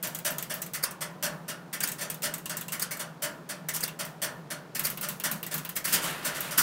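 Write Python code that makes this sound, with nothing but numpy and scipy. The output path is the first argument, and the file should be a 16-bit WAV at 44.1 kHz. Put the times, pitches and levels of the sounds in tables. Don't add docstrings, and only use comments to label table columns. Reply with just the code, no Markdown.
import sys
import numpy as np
from scipy import signal
from scipy.fft import rfft, irfft, next_fast_len
from scipy.io import wavfile

SR = 44100
rng = np.random.default_rng(int(sys.argv[2]) if len(sys.argv) > 2 else 0)


def digitize_waveform(pressure):
    field = np.atleast_2d(pressure).T
    bounded = np.clip(field, -1, 1)
    quanta = np.round(bounded * 32767).astype(np.int16)
    wavfile.write(sys.argv[1], SR, quanta)


N = 291942
RING_S = np.arange(SR * 3 // 4) / SR


def amp(db):
    return 10 ** (np.asarray(db) / 20)


def unit_rms(x):
    return x / np.sqrt(np.mean(x ** 2) + 1e-20)


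def log_interp(points, hz):
    point_hz, values = np.transpose(points)
    return np.interp(np.log(hz + 1), np.log(point_hz), values)


def decay(t60_s):
    return np.exp(-np.log(1000) * RING_S / np.maximum(t60_s, 1e-3))


def add(track, time_s, sound):
    span = track[max(round(time_s * SR), 0):][:len(sound)]
    span += sound[:len(span)]


def coloured(x, colour, peaks=()):
    size = 2 * next_fast_len(N // 2 + SR // 4)
    hz = np.fft.rfftfreq(size, 1 / SR)
    peaks_db = sum(db / (1 + 2 * ((hz - centre) / width) ** 2) for centre, width, db in peaks)
    gain = unit_rms(amp(log_interp(colour, hz) + peaks_db))
    cepstrum = irfft(np.log(gain))
    cepstrum[1:size // 2] *= 2
    cepstrum[size // 2 + 1:] = 0
    return irfft(rfft(x, size) * np.exp(rfft(cepstrum)), size)[:N]


# (frequency [Hz], gain [dB])
ROOM_COLOUR = [(25, -31), (60, -18.5), (105, -6.5), (135, 5), (157, 14), (180, 13.5), (210, -0.5), (330, 1),
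               (600, -1.5), (1500, -10), (2500, -17.5), (5000, -23), (15000, -35.5)]


def room_hum(drone_db, tone_db, tone_hz):
    drone = coloured(rng.standard_normal(N), ROOM_COLOUR)
    tone = np.sin(2 * np.pi * tone_hz * np.arange(N) / SR)
    return amp(drone_db) * drone + amp(tone_db) * tone


def crack(t60_s):
    return rng.standard_normal(len(RING_S)) * (1 - decay(0.0032)) * decay(t60_s)


# (frequency [Hz], t60 [s])
RACK_T60 = [(150, 1), (600, 0.99), (1500, 0.45), (3500, 0.25), (7000, 0.19), (15000, 0.12)]


def rack_rings(count, uneven_db):
    noise = rng.standard_normal((count, len(RING_S))).astype(np.float32)
    hz, time_s, spectra = signal.stft(noise, SR, nperseg=256)
    emphasis = unit_rms(amp(uneven_db * rng.standard_normal((count, len(hz), 1))))
    damping = np.exp(-np.log(1000) * time_s / log_interp(RACK_T60, hz)[:, None])
    _, rings = signal.istft(spectra * (emphasis * damping).astype(np.float32), SR, nperseg=256)
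    return rings[:, :len(RING_S)]


def cabinet_boom(attack_s, t60_s):
    return rng.standard_normal(len(RING_S)) * (1 - decay(attack_s)) * decay(t60_s)


# (first [s], last [s], relative level [dB], kind)
SNAP_RUNS = [(0.0712, 0.5398, -30, "sharp"), (0.1478, 0.618, -31.5, "springy"), (5.238, 5.691, -35, "dull"),
             (5.0865, 5.5408, -24.5, "sharp")]


def stepping_runs(step_s):
    snaps = []
    for first_s, last_s, db, kind in SNAP_RUNS:
        count = round((last_s - first_s) / step_s) + 1
        snaps += [(time_s, db, kind) for time_s in np.linspace(first_s, last_s, count)]
    return snaps


# (time [s], relative level [dB], kind)
SINGLE_SNAPS = [(0.0272, -28, "sharp"), (0.1875, -40, "dull"), (0.4251, -33.5, "dull"),
                (0.662, -41.5, "dull"), (0.735, -38.5, "firm"), (0.909, -40.5, "springy"),
                (1.804, -32.5, "firm"), (1.874, -31.5, "springy"), (1.886, -34.5, "dull"),
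                (1.917, -33.5, "springy"), (2.0999, -30.5, "springy"), (2.143, -41, "dull"),
                (2.2204, -39.5, "twangy"), (2.3384, -32, "springy"), (2.381, -42.5, "dull"),
                (2.4567, -37, "twangy"), (2.495, -39.5, "firm"), (2.5689, -31.5, "springy"),
                (2.6102, -34.5, "dull"), (2.682, -39.5, "twangy"), (2.7205, -36.5, "firm"),
                (2.796, -31.5, "springy"), (2.97, -42, "springy"), (3.686, -33.5, "firm"),
                (3.764, -33.5, "springy"), (3.8054, -33.5, "springy"), (3.878, -38, "tinny"),
                (4.05, -34.5, "sharp"), (4.7936, -26.5, "dull"), (4.8674, -29.5, "dull"),
                (4.901, -29.5, "sharp"), (4.9733, -37.5, "tinny"), (5.011, -28.5, "sharp"),
                (5.199, -37.5, "tinny"), (5.429, -34.5, "tinny"), (5.5789, -33.5, "dull"),
                (5.649, -36.5, "tinny"), (5.764, -34, "firm"), (6.406, -27, "sharp"),
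                (6.5793, -26.5, "firm")]
LIGHT_PARTS_DB = {"sharp": (-13, -20.5, -23.5), "springy": (-4, -15.5, -22), "dull": (-9, -12.5, -21),
                  "firm": (-1.5, -7, -17.5), "twangy": (-2.5, -14, -7.5), "tinny": (-12, -12, -8.5)}
CONTACT_T60_S = {"sharp": 0.011, "springy": 0.014, "dull": 0.024, "firm": 0.025, "twangy": 0.019, "tinny":
                 0.029}
# (frequency [Hz], gain [dB])
SNAP_COLOUR = [(3000, -23), (8000, -22), (10500, -5), (13000, 1), (15500, -0.5)]
SPRING_COLOUR = [(2500, -12.5), (5000, -5.5), (6500, 8), (7700, 2.5), (8400, 8), (9400, 8), (11500, -10),
                 (16000, -47)]
KNOCK_COLOUR = [(60, -43), (130, -9), (230, -2.5), (400, -14.5), (620, -5), (780, -9.5), (1000, -6.5),
                (1150, -2), (1420, 1), (1850, 1.5), (2400, -3.5), (3000, -2), (5000, -4.5), (12000, -25.5)]
TINE_COLOUR = [(300, -19), (1000, -12.5), (1600, -8), (2800, -4.5), (3800, -1.5), (5000, -6), (12000, -28)]
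CABINET_COLOUR = [(60, -21), (115, -20.5), (155, 6), (185, 2), (215, -2.5), (300, -22.5), (600, -20)]
# (centre [Hz], width [Hz], gain [dB])
SNAP_PEAKS = [(12300, 280, 5.5), (13000, 500, -3), (15000, 450, 1)]
SPRING_PEAKS = [(7100, 120, 3.4), (7760, 180, 11.7), (9200, 450, 2.4)]
TINE_PEAKS = [(1017, 130, 21.5), (2760, 220, 15.2)]


def light_relays(step_s):
    snap, spring, knock, tine, boom = np.zeros((5, N))
    snaps = stepping_runs(step_s) + SINGLE_SNAPS
    rings = rack_rings(2 * len(snaps), uneven_db=3.5).reshape(len(snaps), 2, -1)
    for (time_s, snap_db, kind), ring_pair in zip(snaps, rings):
        spring_db, knock_db, tine_db = snap_db + np.array(LIGHT_PARTS_DB[kind])
        t60_s = CONTACT_T60_S[kind]
        contact, leaf = ring_pair * (1 - decay(0.01))
        strike = crack(t60_s * 0.57)
        contact_ring = contact * (decay(t60_s) + amp(-6.5) * decay(0.41))
        leaf_ring = leaf * (decay(t60_s * 2.3) + amp(-5.5) * decay(0.63))
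        add(snap, time_s, amp(snap_db + 7) * (1.6 * strike + contact_ring))
        add(spring, time_s, amp(spring_db + 5) * (0.99 * strike + leaf_ring))
        add(knock, time_s, amp(knock_db + 2) * contact * (decay(0.13) + amp(-1.5) * decay(0.92)))
        add(tine, time_s, amp(tine_db + 6) * crack(0.14))
        add(boom, time_s, amp(snap_db - 6.5) * cabinet_boom(attack_s=0.11, t60_s=0.27))
    treble = coloured(snap, SNAP_COLOUR, SNAP_PEAKS) + coloured(spring, SPRING_COLOUR, SPRING_PEAKS)
    middle = coloured(knock, KNOCK_COLOUR) + coloured(tine, TINE_COLOUR, TINE_PEAKS)
    return treble + middle + coloured(boom, CABINET_COLOUR)


def contact_stack(span_s, t60_s, count):
    stack = np.zeros(len(RING_S))
    times_s = (np.arange(count) + rng.random(count)) / count * span_s
    gains = amp(rng.normal(0, 1.8, count))
    for time_s, gain in zip(times_s, gains):
        add(stack, time_s, gain * crack(t60_s))
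    return stack


# (time [s], relative level [dB], stroke)
HEAVY_CLACKS = [(0.034, -36.5, "soft"), (0.25, -29.5, "full"), (0.5, -36.5, "soft"),
                (0.744, -38.5, "ringing"), (1.01, -36.5, "soft"), (1.229, -29.5, "full"),
                (1.483, -37.5, "soft"), (1.731, -38.5, "ringing"), (1.985, -42.5, "soft"),
                (2.011, -36, "soft"), (2.232, -30, "full"), (2.497, -38.5, "soft"),
                (2.728, -38.5, "ringing"), (2.911, -39, "ringing"), (2.995, -37.5, "soft"),
                (3.223, -31.5, "full"), (3.492, -38, "soft"), (3.688, -42, "ringing"), (3.739, -35, "hard"),
                (3.993, -36, "soft"), (4.22, -30.5, "full"), (4.505, -38, "soft"), (4.751, -38, "ringing"),
                (4.838, -39, "bright"), (5.028, -36.5, "soft"), (5.239, -30.5, "full"),
                (5.513, -38, "soft"), (5.757, -40.5, "bright"), (5.846, -38.5, "ringing"),
                (5.878, -42, "bright"), (5.928, -26, "hard"), (6.031, -38.5, "soft"),
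                (6.249, -30.5, "full"), (6.35, -39.5, "soft"), (6.51, -38, "soft"), (6.578, -23.5, "hard")]
HEAVY_PARTS_DB = {"full": (-1.5, -6, -8, -11.5), "soft": (-4, -4.5, -7.5, -12), "ringing": (1, -7, 0, -19),
                  "bright": (7.5, -12, -0.5, -20), "hard": (2.5, -8, -15, -33)}
BOUNCE_S = {"full": 0.024, "soft": 0.018, "ringing": 0.01, "bright": 0.018, "hard": 0.02}
# (frequency [Hz], relative level [dB], t60 [s])
FRAME_MODES = [(590.4, 4.5, 0.37), (608, 2.5, 0.26), (648.5, -4.5, 0.53), (942, -15.5, 0.73),
               (1360, -8, 0.18), (1785, -9.5, 0.56)]
# (time [s], gain [dB])
FRAME_GAIN = [(0.25, 3.5), (1.23, -0.5), (3.22, 4), (4.22, 0.5), (5.24, -1.5)]
# (frequency [Hz], gain [dB])
CLATTER_COLOUR = [(800, -26), (2200, -5), (3200, -2.5), (3900, -4.5), (4800, 2.5), (6200, 1), (7000, -4),
                  (8500, 3), (10500, 2.5), (12500, -1), (15500, -13.5)]
YOKE_COLOUR = [(600, -28), (1500, -5.5), (1800, -4), (2300, -1), (2700, -9), (6000, -41)]
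# (centre [Hz], width [Hz], gain [dB])
CLATTER_PEAKS = [(2870, 63, 3.9), (4290, 114, 6.6), (5830, 470, 2.5), (6930, 67, 7.6), (7320, 240, 8),
                 (8130, 50, 3.7), (8510, 340, 2.85), (9840, 50, 2.8)]
KNOCK_PEAKS = [(982, 64, 5), (1295, 14, 3.7), (1431, 32, 6.7), (1580, 26, 1.9), (1783, 39, 4.8),
               (2790, 50, 1.4)]
YOKE_PEAKS = [(1795, 48, 12.6), (2020, 160, 11), (2250, 53, 8.8), (4480, 200, 23), (5100, 150, 25)]


def heavy_relays(lead_s):
    clatter, snap, knock, yoke, frame, boom = np.zeros((6, N))
    mode_hz, mode_db, mode_t60_s = np.transpose(FRAME_MODES)[:, :, None]
    modes = amp(mode_db) * decay(mode_t60_s) * np.sin(2 * np.pi * mode_hz * RING_S)
    rings = rack_rings(2 * len(HEAVY_CLACKS), uneven_db=2.5).reshape(len(HEAVY_CLACKS), 2, -1)
    for (time_s, clatter_db, stroke), ring_pair in zip(HEAVY_CLACKS, rings):
        snap_db, knock_db, yoke_db, frame_db = clatter_db + np.array(HEAVY_PARTS_DB[stroke])
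        frame_db += np.interp(time_s, *np.transpose(FRAME_GAIN))
        bounce_s = BOUNCE_S[stroke]
        swell = np.minimum(RING_S / bounce_s, 1) ** 0.62
        blows = amp(-6) * contact_stack(bounce_s * 1.2, t60_s=0.0092, count=6)
        add(blows, bounce_s * 1.15, amp(-9.5) * crack(0.095))
        body, edge = ring_pair * swell + blows
        frame_ring = rng.uniform(0.4, 1, len(FRAME_MODES)) @ modes
        contact_s = time_s - lead_s
        add(clatter, contact_s, amp(clatter_db + 8) * body)
        add(snap, contact_s, amp(snap_db + 10) * edge)
        add(knock, contact_s, amp(knock_db + 7.5) * body)
        add(yoke, contact_s, amp(yoke_db + 2) * edge * decay(0.75))
        add(frame, time_s, amp(frame_db + 6.5) * frame_ring * (1 - decay(0.077)))
        add(boom, time_s, amp(knock_db - 5) * cabinet_boom(attack_s=0.24, t60_s=0.53))
    treble = coloured(clatter, CLATTER_COLOUR, CLATTER_PEAKS) + coloured(snap, SNAP_COLOUR)
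    middle = coloured(knock, KNOCK_COLOUR, KNOCK_PEAKS) + coloured(yoke, YOKE_COLOUR, YOKE_PEAKS)
    return treble + middle + frame + coloured(boom, CABINET_COLOUR)


# (time [s], relative level [dB])
TIMER_PINGS = [(0.8379, -14.5), (1.8369, -15.5), (2.824, -17), (3.8365, -17), (4.8524, -17.5),
               (5.8543, -18.5)]
# (frequency [Hz], gain [dB])
TIMER_COLOUR = [(100, -30.5), (600, -1.5), (900, -8.5), (1400, 3), (1800, 4), (2400, -2), (3450, -21),
                (4400, 0), (5800, -5), (8000, -1.5), (9000, 1), (10400, -6.5), (12000, -0.5), (15500, 2)]
# (centre [Hz], width [Hz], gain [dB])
TIMER_PEAKS = [(4750, 590, 4.5), (4950, 340, 4.5), (5150, 110, 2.8), (6660, 160, 6.6), (9720, 230, 12),
               (11240, 250, 9.9), (12600, 300, 3)]


def timing_relay(travel_s):
    blows, echo = np.zeros((2, N))
    for (time_s, db), ring in zip(TIMER_PINGS, rack_rings(len(TIMER_PINGS), uneven_db=3)):
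        chatter = contact_stack(travel_s, t60_s=0.046, count=5) * np.minimum(RING_S / travel_s, 1)
        strike = crack(0.021) + amp(-8) * crack(0.075)
        add(blows, time_s - travel_s, amp(db - 9.5) * chatter)
        add(blows, time_s, amp(db - 0.5) * strike)
        add(echo, time_s, amp(db - 14.5) * ring * (1 - decay(0.02)))
    rack = coloured(echo, CLATTER_COLOUR) + amp(-6) * coloured(echo, KNOCK_COLOUR, KNOCK_PEAKS)
    return coloured(blows, TIMER_COLOUR, TIMER_PEAKS) + rack


# (time [s], rattle gain [dB], wiper scrape gain [dB])
SELECTOR_GAINS = [(5.87, -48, -35), (5.922, -46, -22), (5.984, -51, -37.5), (6.038, -36.5, -28),
                  (6.202, -43, -44.5), (6.356, -39, -36.5), (6.494, -46, -42.5), (6.62, -45, -45)]
# (frequency [Hz], gain [dB])
WIPER_COLOUR = [(100, -25), (300, -5), (800, -10.5), (2500, 1.5), (4000, -2.5), (9000, 2.5), (15500, 0)]


def selector(step_hz, jitter_s):
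    times_s, rattle_db, scrape_db = np.transpose(SELECTOR_GAINS)
    steps_s = np.arange(times_s[0], times_s[-1], 1 / step_hz)
    steps_s += rng.normal(0, jitter_s, len(steps_s))
    rattle, scrape = np.zeros((2, N))
    for time_s, ring in zip(steps_s, rack_rings(len(steps_s), uneven_db=1)):
        blow = ring * (1 - decay(0.039)) * amp(rng.normal(0, 2.6))
        add(rattle, time_s, amp(np.interp(time_s, times_s, rattle_db) - 2.5) * blow)
        add(scrape, time_s, amp(np.interp(time_s, times_s, scrape_db) - 1) * blow)
    boom = amp(-7.5) * coloured(rattle, CABINET_COLOUR)
    return coloured(rattle, KNOCK_COLOUR, KNOCK_PEAKS) + boom + coloured(scrape, WIPER_COLOUR)


def scene():
    mono = light_relays(step_s=0.23) + heavy_relays(lead_s=0.003) + timing_relay(travel_s=0.014)
    mono += selector(step_hz=59.67, jitter_s=0.0022)
    mono += room_hum(drone_db=-47.5, tone_db=-56, tone_hz=158.8)
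    return np.array([mono, mono])


def record(dry):
    cutoff_hz, transition_hz = 15850, 400
    size = next_fast_len(N + SR // 2)
    hz = np.fft.rfftfreq(size, 1 / SR)
    passband = np.clip((cutoff_hz - hz) / transition_hz + 0.5, 0, 1)
    return irfft(rfft(dry, size) * passband ** 2, size)[:, :N]


dry = scene()
out = record(dry)
digitize_waveform(out)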